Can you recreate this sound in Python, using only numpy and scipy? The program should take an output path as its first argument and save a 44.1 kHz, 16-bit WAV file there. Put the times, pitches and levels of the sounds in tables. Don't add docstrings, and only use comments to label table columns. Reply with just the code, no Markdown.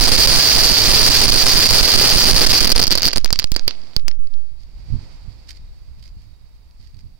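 import sys
import numpy as np
from scipy import signal
from scipy.fft import rfft, irfft, next_fast_len
from scipy.io import wavfile
from scipy.ndimage import uniform_filter1d, map_coordinates

SR = 44100
rng = np.random.default_rng(int(sys.argv[2]) if len(sys.argv) > 2 else 0)


def materialize(psi):
    bounded = np.clip(np.atleast_2d(psi).T, -1, 1)
    quanta = np.round(bounded * 32767).astype(np.int16)
    wavfile.write(sys.argv[1], SR, quanta)


N = 317079


def amp(db):
    return 10 ** (np.asarray(db) / 20)


def unit(x):
    return x / np.sqrt(np.mean(x ** 2, axis=-1, keepdims=True) + 1e-20)


def along(points, hz):
    f, v = np.transpose(points)
    return np.interp(np.log(hz + 1), np.log(f + 1), v)


def level_curve(rows):
    s, db = np.transpose(rows)
    return np.interp(np.arange(N) / SR, s, db)


def wobble(rate):
    knots = rng.standard_normal((2, int(N * rate / SR) + 4))
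    position = np.arange(N) * rate / SR
    return np.array([map_coordinates(k, [position]) for k in knots])


def filtered(x, response):
    m = next_fast_len(N + SR // 2)
    hz = np.fft.rfftfreq(m, 1 / SR)
    return irfft(rfft(x, m) * response(hz), m)[..., :N]


def noise(spectrum):
    white = rng.standard_normal((2, N))
    return unit(filtered(white, lambda hz: amp(along(spectrum, hz))))


def causal(spectrum, size=2048):
    hz = np.fft.rfftfreq(size, 1 / SR)
    cepstrum = irfft(np.log(amp(along(spectrum, hz))))
    cepstrum[1:size // 2] *= 2
    cepstrum[size // 2 + 1:] = 0
    pulse = irfft(np.exp(rfft(cepstrum)))
    return pulse / np.abs(pulse).max()


def night():
    # time_s, relative level_db
    course = [(3.94, -59), (3.98, -64), (4.15, -69), (4.22, -77.5), (4.3, -69), (4.55, -71.5), (5.0, -59),
              (5.7, -68.5), (7.19, -73)]
    # frequency_hz, density_db_per_hz
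    hiss = [(1200, -31), (2000, 4), (3500, -1), (6500, -7.5), (7500, -6), (15000, -24)]
    # frequency_hz, density_db_per_hz
    wash = [(150, 6), (400, -3), (900, -4.5), (1500, -11.5), (2500, -12.5), (4000, -41.5)]
    flicker = amp(1.2 * wobble(25))
    both = amp(-6.5) * flicker * noise(hiss) + amp(5.0) * noise(wash)
    return amp(level_curve(course)) * both


def insects():
    trill = noise([(3500, -60), (3700, 0), (3880, 0), (4080, -60)])
    return amp(-90 + 5 * wobble(9)) * trill


def wind():
    # time_s, level_db (left port)
    breeze = [(4.1, -64), (4.35, -52), (4.6, -38.5), (4.95, -36), (5.5, -38.5), (6.0, -38), (6.45, -45.5),
              (6.8, -42), (7.04, -45.5), (7.19, -42.5)]
    # frequency_hz, density_db_per_hz
    buffet = [(8.8, -6.5), (15, 12.5), (59, 6.5), (129, -18), (374, -42), (413, -48.5), (450, -42.5),
              (580, -80.5), (990, -120)]
    # peak_s, peak level_db
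    gusts = [(4.94, -20), (5.28, -34.5), (5.6, -46), (5.98, -41), (6.17, -44), (6.28, -45.5), (6.82, -44),
             (6.96, -41.5), (7.06, -38.5)]
    # frequency_hz, density_db_per_hz
    puff = [(10, 2.5), (30, 3.5), (100, 0.5), (200, -17), (400, -33.5), (600, -68), (990, -120)]
    rise_db_per_s, fall_db_per_s = 320, 215
    lumps = amp(2.5 * wobble(14))
    buffeting = amp(level_curve(breeze)) * unit(lumps * noise(buffet))
    t = np.arange(N) / SR
    puffs = np.zeros(N)
    for peak_s, db in gusts:
        drop_db = np.maximum(rise_db_per_s * (peak_s - t), fall_db_per_s * (t - peak_s))
        puffs += amp(db - drop_db)
    return amp([[0], [-4]]) * buffeting + puffs * noise(puff) * [[0], [1]]


def embers():
    # start_s, relative level_db
    crackles = [(4.6204, -40), (5.0065, -36), (5.4755, -33.5), (5.4949, -18), (5.5077, -5), (5.5854, -42),
                (6.0277, -16), (6.047, -30), (6.2542, -34), (6.7101, -26), (6.9441, -25), (6.9687, -25)]
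    # start_s, length_s, level_db before the filter
    rustles = [(4.574, 0.092, -63.5), (5.468, 0.069, -46), (5.531, 0.062, -56), (5.964, 0.058, -69),
               (6.014, 0.091, -56.5), (6.19, 0.08, -67), (6.763, 0.17, -63.5), (6.979, 0.041, -62.5)]
    out = np.zeros((2, N + SR))
    t = np.arange(400) / SR
    for s, db in crackles:
        burst = amp(db - 29 - 60 * t / 0.014) * rng.standard_normal(len(t))
        out[:, round(s * SR):][:, :len(t)] += burst
    swarm = amp(5 * wobble(300)[0])
    for s, length_s, db in rustles:
        start, n = round(s * SR), round(length_s * SR)
        grains = rng.standard_normal((2, n)) * swarm[start:][:n]
        out[:, start:][:, :n] += amp(db) * np.hanning(n) ** .6 * grains

    def debris(hz):
        high = (1j * hz / 1500 / (1 + 1j * hz / 1500)) ** 2
        knock = 1 + 1.5 * 1j * hz * 600 / (2100 ** 2 - hz ** 2 + 1j * hz * 600)
        return high * knock / (1 + 1j * hz / 6000) ** 2

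    return filtered(out[:, :N], debris)


def shocks(times, gains, ragged, life):
    step = np.arange(64)
    shape = ragged * rng.standard_normal((len(times), 64)) * amp(-60 * step / life)
    shape[:, 0] = 1
    shape /= np.linalg.norm(shape, axis=1, keepdims=True)
    weight = (gains[:, None] * shape).ravel()
    start = np.round(times * SR).astype(int)[:, None] + step
    lag = np.round(3 + 1.8 * rng.standard_normal((len(times), 1))).astype(int)
    ports = [(start + delay).ravel().clip(0) for delay in (lag, 0)]
    return np.array([np.bincount(index, weight, N + SR)[:N] for index in ports])


def surroundings(times, gains, direct):
    # delay_s, level_db before the treble loss, scatter_s
    echoes = [(.004, -11.5, .0004), (.014, -30, .001), (.031, -13, .001), (.073, -35.5, 0.0022),
              (.157, -36.5, 0.0013), (.19, -35.5, 0.00087), (.255, -35.5, .001)]
    # frequency_hz, t60_s
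    outdoors = [(300, 0.39), (2000, 0.22), (6000, 0.19), (14000, 0.017)]
    far_s, far_hz = .02, 7000
    near, far = np.zeros((2, N)), np.zeros((2, N))
    for delay_s, db, scatter_s in echoes:
        arrival = times + delay_s + scatter_s * rng.standard_normal(len(times))
        echo = shocks(arrival, gains * amp(db), ragged=0.34, life=310)
        if delay_s > far_s:
            far += echo
        else:
            near += echo
    answer = near + filtered(far, lambda hz: 1 / (1 + 1j * hz / far_hz) ** 2)
    share = np.sin(np.pi * np.arange(N) / SR / .11) ** 2
    for part in (share, 1 - share):
        hz, t, z = signal.stft(rng.standard_normal((2, SR // 2)), SR, nperseg=256)
        decay = amp(-60 * t / along(outdoors, hz)[:, None])
        tail = signal.istft(z * decay, SR, nperseg=256)[1][:, :SR // 2]
        tail /= np.linalg.norm(tail[0])
        answer += amp(-19.5) * signal.fftconvolve(part * direct, tail, axes=1)[:, :N]
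    return filtered(answer, lambda hz: 1 / (1 + 1j * hz / 7000))


def lesser():
    # middle_s, length_s
    lulls = [(0.004, 0.0047), (0.107, 0.023), (0.169, 0.012), (0.27, 0.01), (1.266, 0.013), (1.279, 0.022),
             (1.313, 0.018), (1.45, 0.025), (1.684, 0.036), (1.818, 0.013), (1.874, 0.012), (2.166, 0.0087),
             (2.251, 0.004), (2.326, 0.028), (2.405, 0.0096), (2.457, 0.017), (2.487, 0.023), (2.525, 0.01),
             (2.598, 0.0086), (2.634, 0.0062)]
    end_s, first_db, drift_db_per_s, lull_db = 2.659, -4.5, 2, -8
    thins_to = .4
    progress, chance, survival = rng.random((3, 5200))
    firing = survival < 1 - (1 - thins_to) * progress
    s = progress[firing] * end_s
    spread_db = 12 * chance[firing]
    lull = sum(np.clip(2 - 4 * np.abs(s - mid) / length, 0, 1) for mid, length in lulls)
    gains = amp(first_db + drift_db_per_s * s + lull_db * lull - spread_db)
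    return s, gains, shocks(s, gains, ragged=0.53, life=46.7)


def loudest():
    # start_s, relative level_db
    pops = [(0.1187, 0.5), (0.1368, -1.5), (0.1635, -8.5), (0.235, -6.5), (0.2731, 2.4), (0.2988, -7.6),
            (0.5002, -5), (0.5643, 0), (0.6355, -5), (0.6433, 1.7), (0.6712, -2), (0.9377, -7.3),
            (1.0309, -3.5), (1.052, 0), (1.0641, 4), (1.1705, -2), (1.2814, 0.5), (1.4684, -1.5),
            (1.4754, -5), (1.4837, -1.5), (1.4955, -5.5), (1.508, -2.5), (1.631, 4.8), (1.6576, -4),
            (1.6683, -3.9), (1.6899, -2.3), (1.6993, -0.8), (1.7082, -0.1), (1.7838, -0.5), (1.8306, -1.5),
            (1.94, 1.5), (1.956, -0.5), (1.9987, -1), (2.0129, -1.5), (2.0213, -3.5), (2.0619, -5),
            (2.2403, -0.5), (2.4172, 5.6), (2.5392, 3), (2.605, 1), (2.6559, -3.5), (2.6717, -3),
            (2.6755, 3.5), (2.6939, -3.5), (2.7022, 1.1), (2.7109, -7.5), (2.715, -10), (2.718, 0),
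            (2.719, -2.5), (2.7197, -7.5), (2.722, 0.5), (2.7241, -8.5), (2.7265, -9), (2.7536, -8.5),
            (2.759, -1.5), (2.7619, -2), (2.7641, -2.5), (2.771, -11), (2.7788, -3.5), (2.7826, -4.5),
            (2.794, -2.5), (2.7965, -8), (2.7981, -4), (2.8009, 1.5), (2.8161, -0.5), (2.8216, -8),
            (2.827, -0.5), (2.8291, -9), (2.838, 0.5), (2.8403, -2), (2.8693, -2.5), (2.8786, -2.0),
            (2.9074, -4.3), (2.9139, 0), (2.9169, -2.5), (2.9218, 2.5), (2.9245, -3.5), (2.9274, -3.9),
            (2.9335, -9), (2.9534, 2), (2.9554, -6.5), (2.9759, 0.1), (2.9827, -9.5), (2.9964, -8),
            (3.0203, -4.1), (3.031, -1), (3.0323, -4.5), (3.0429, -6), (3.0469, 0.5), (3.0528, -7.5),
            (3.0549, 3.5), (3.0638, -3.5), (3.0702, -2), (3.0787, -2.1), (3.0841, -4), (3.1315, -5.5),
            (3.134, -10.5), (3.1596, -10), (3.164, -8.5), (3.1725, -7), (3.1813, -9.5), (3.246, -0.5),
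            (3.2592, -5), (3.3056, -7), (3.3281, 0.2), (3.3906, -4.4), (3.397, -5), (3.4427, -9.5),
            (3.5188, -6), (3.5427, -24.5), (3.5633, -2), (3.6795, -1.8), (3.9649, -10), (4.082, -3.5)]
    s, db = np.transpose(pops)
    return s, amp(db + 3.5), shocks(s, amp(db + 5), ragged=0.45, life=58)


def scene():
    # frequency_hz, relative level_db
    blast = [(20, -21), (150, -4.5), (400, 2.5), (1000, -1.5), (2500, 2), (6000, -1), (9000, -9.5),
             (12000, -11.5), (16000, -5.5)]
    lesser_s, lesser_gains, mass = lesser()
    loud_s, loud_gains, loud = loudest()
    direct = loud + mass
    answer = surroundings(np.r_[loud_s, lesser_s], np.r_[loud_gains, lesser_gains], direct)
    bangs = signal.fftconvolve(direct + answer, causal(blast)[None], axes=1)[:, :N]
    return night() + insects() + wind() + embers() + bangs


def squeeze(x, top):
    return x / (1 + (x / top) ** 4) ** (1 / 4)


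def port_ringing(dry):
    # centre_hz, width_hz, gain_db of the added resonance
    ports = [(4950, 1000, 12), (4690, 450, 20)]

    def ring(hz):
        return np.array([1 + amp(db) * 1j * hz * width / (centre ** 2 - hz ** 2 + 1j * hz * width)
                         for centre, width, db in ports])

    return filtered(dry, ring)


def seize_up(port, open_air):
    # from_s, to_s
    deaf_spans = [(3.186, 3.327), (3.444, 3.54), (3.968, 4.24)]
    breakaway = .2
    loss_db, ring_share = 3, .4
    t = np.arange(N) / SR
    seized = sum((a < t) & (t < b) for a, b in deaf_spans) * 1.
    deaf = uniform_filter1d(seized, size=200)
    force = uniform_filter1d(np.abs(port), size=20) ** 2
    freed = force / (force + breakaway ** 2)
    stiff = ring_share * port + (1 - ring_share) * amp(6.5) * open_air
    return (1 - deaf) * port + deaf * amp(-loss_db) * freed * stiff


def rest_point():
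    # start_s, step_full_scale, glide_s
    jumps = [(0.0, 0.8, 0.002), (0.01, -1.18, 0.002), (0.028, 0.91, 0.002), (0.05, -0.45, 0.002),
             (0.064, -0.65, 0.01), (0.125, 0.91, 0.002), (0.187, -1.05, 0.002), (0.197, 0.88, 0.002),
             (0.212, -0.34, 0.002), (0.262, -0.67, 0.002), (0.273, 0.63, 0.002), (0.285, 0.56, 0.002),
             (0.291, -0.66, 0.002), (0.3, 0.52, 0.002), (0.314, -0.82, 0.002), (0.354, 0.4, 0.002),
             (0.362, 0.63, 0.002), (0.39, -0.53, 0.002), (0.548, 0.45, 0.002), (0.558, -0.62, 0.002),
             (0.572, -0.38, 0.002), (0.589, 0.6, 0.002), (0.615, -0.53, 0.002), (0.634, 0.37, 0.002),
             (0.651, 0.78, 0.002), (0.656, -0.66, 0.01), (0.701, -0.43, 0.002), (0.714, 0.84, 0.002),
             (0.729, -0.39, 0.002), (0.829, -0.36, 0.002), (0.855, 0.36, 0.002), (0.88, -0.77, 0.002),
             (0.891, 1.28, 0.002), (0.916, -0.88, 0.002), (0.958, 0.93, 0.002), (0.967, -0.43, 0.002),
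             (0.993, -0.5, 0.002), (1.013, 0.92, 0.01), (1.033, -0.83, 0.025), (1.091, 0.77, 0.002),
             (1.107, -0.5, 0.002), (1.178, 0.41, 0.002), (1.209, -0.5, 0.002), (1.234, -0.49, 0.002),
             (1.268, 0.58, 0.002), (1.298, 0.74, 0.002), (1.312, -0.66, 0.002), (1.326, -0.57, 0.002),
             (1.348, 0.46, 0.002), (1.356, 0.73, 0.002), (1.374, -0.58, 0.025), (1.43, -0.84, 0.01),
             (1.442, 0.71, 0.09), (1.539, 0.71, 0.002), (1.558, -0.72, 0.002), (1.577, -0.48, 0.002),
             (1.597, 0.34, 0.002), (1.632, 0.25, 0.002), (1.714, 0.53, 0.002), (1.739, -0.8, 0.002),
             (1.812, 1.05, 0.002), (1.83, -0.96, 0.002), (1.948, 0.68, 0.002), (1.998, -0.66, 0.002),
             (2.127, 0.76, 0.002), (2.162, -1.3, 0.002), (2.174, 0.71, 0.002), (2.225, 0.31, 0.002),
             (2.264, -0.76, 0.01), (2.313, 1.04, 0.002), (2.334, -1.42, 0.002), (2.341, 0.44, 0.002),
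             (2.348, 0.85, 0.002), (2.356, -0.73, 0.01), (2.383, -0.32, 0.002), (2.446, 1.06, 0.01),
             (2.503, -0.68, 0.002), (2.521, -0.88, 0.002), (2.527, 0.72, 0.01), (2.557, 0.46, 0.002),
             (2.562, -0.35, 0.002), (2.61, 0.96, 0.002), (2.622, -0.49, 0.002), (2.645, -0.65, 0.002),
             (2.723, 1.08, 0.002), (2.76, -1.0, 0.002), (2.766, -0.5, 0.002), (2.779, 0.26, 0.002),
             (2.83, 0.4, 0.04), (2.879, 0.3, 0.002), (3.052, 0.2, 0.002), (3.07, -0.35, 0.08),
             (3.16, -0.53, 0.002), (3.226, 0.96, 0.025), (3.3285, -0.42, 0.002), (3.345, -0.2, 0.03),
             (3.386, 0.15, 0.004), (3.443, -0.32, 0.002), (3.519, 0.91, 0.002), (3.538, -0.35, 0.025),
             (3.589, -0.69, 0.05), (3.674, 0.22, 0.003), (3.7, -0.15, 0.1), (3.967, -0.5, 0.002),
             (4.036, 1.0, 0.025), (4.177, -0.88, 0.025), (4.269, 0.86, 0.09)]
    coupling_s = .09
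    push = np.zeros(N)
    for s, step, glide_s in jumps:
        n = round(glide_s * SR)
        push[round(s * SR):][:n] += step / n
    return signal.lfilter([1], [1, 1 / (coupling_s * SR) - 1], push)


def overloaded_capsule(port, jolt):
    rail, headroom = 0.47, 0.69
    busy = .05
    sense_db, rail_gain_db = 6.5, 0.5
    loudness = np.abs(port)
    shove = uniform_filter1d(loudness, size=400) * wobble(130)[1]
    rest = rest_point() + amp(-10) * shove
    load = uniform_filter1d(loudness, size=SR // 5)
    rested = 1 / (1 + (load / busy) ** 4)
    stuck = np.clip(np.abs(rest) / rail, 0, 1) ** 2
    swing = rail + headroom * rested * (1 - stuck)
    gain_db = sense_db + rail_gain_db * rested * stuck
    leak = squeeze(amp(gain_db - 35.5) * port, 0.58)
    jolted = port + amp(-9.5) * jolt
    return squeeze(amp(gain_db) * jolted + rest, swing) + leak


def record(dry):
    top_hz = 16000
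    ports = port_ringing(dry)
    ports[1] = seize_up(ports[1], dry[1])
    slam = np.abs(ports) * wobble(300)
    jolt = uniform_filter1d(slam, size=60)
    left = squeeze(ports[0] + amp(-30) * jolt[0], .9)
    right = overloaded_capsule(ports[1], jolt[1])
    both = np.array([left, right]).clip(-.85, .85)
    both = both + amp(-70.0) * rng.standard_normal((2, N))
    return filtered(both, lambda hz: np.clip((top_hz - hz) / 250, 0, 1))


dry = scene()
out = record(dry)
materialize(out)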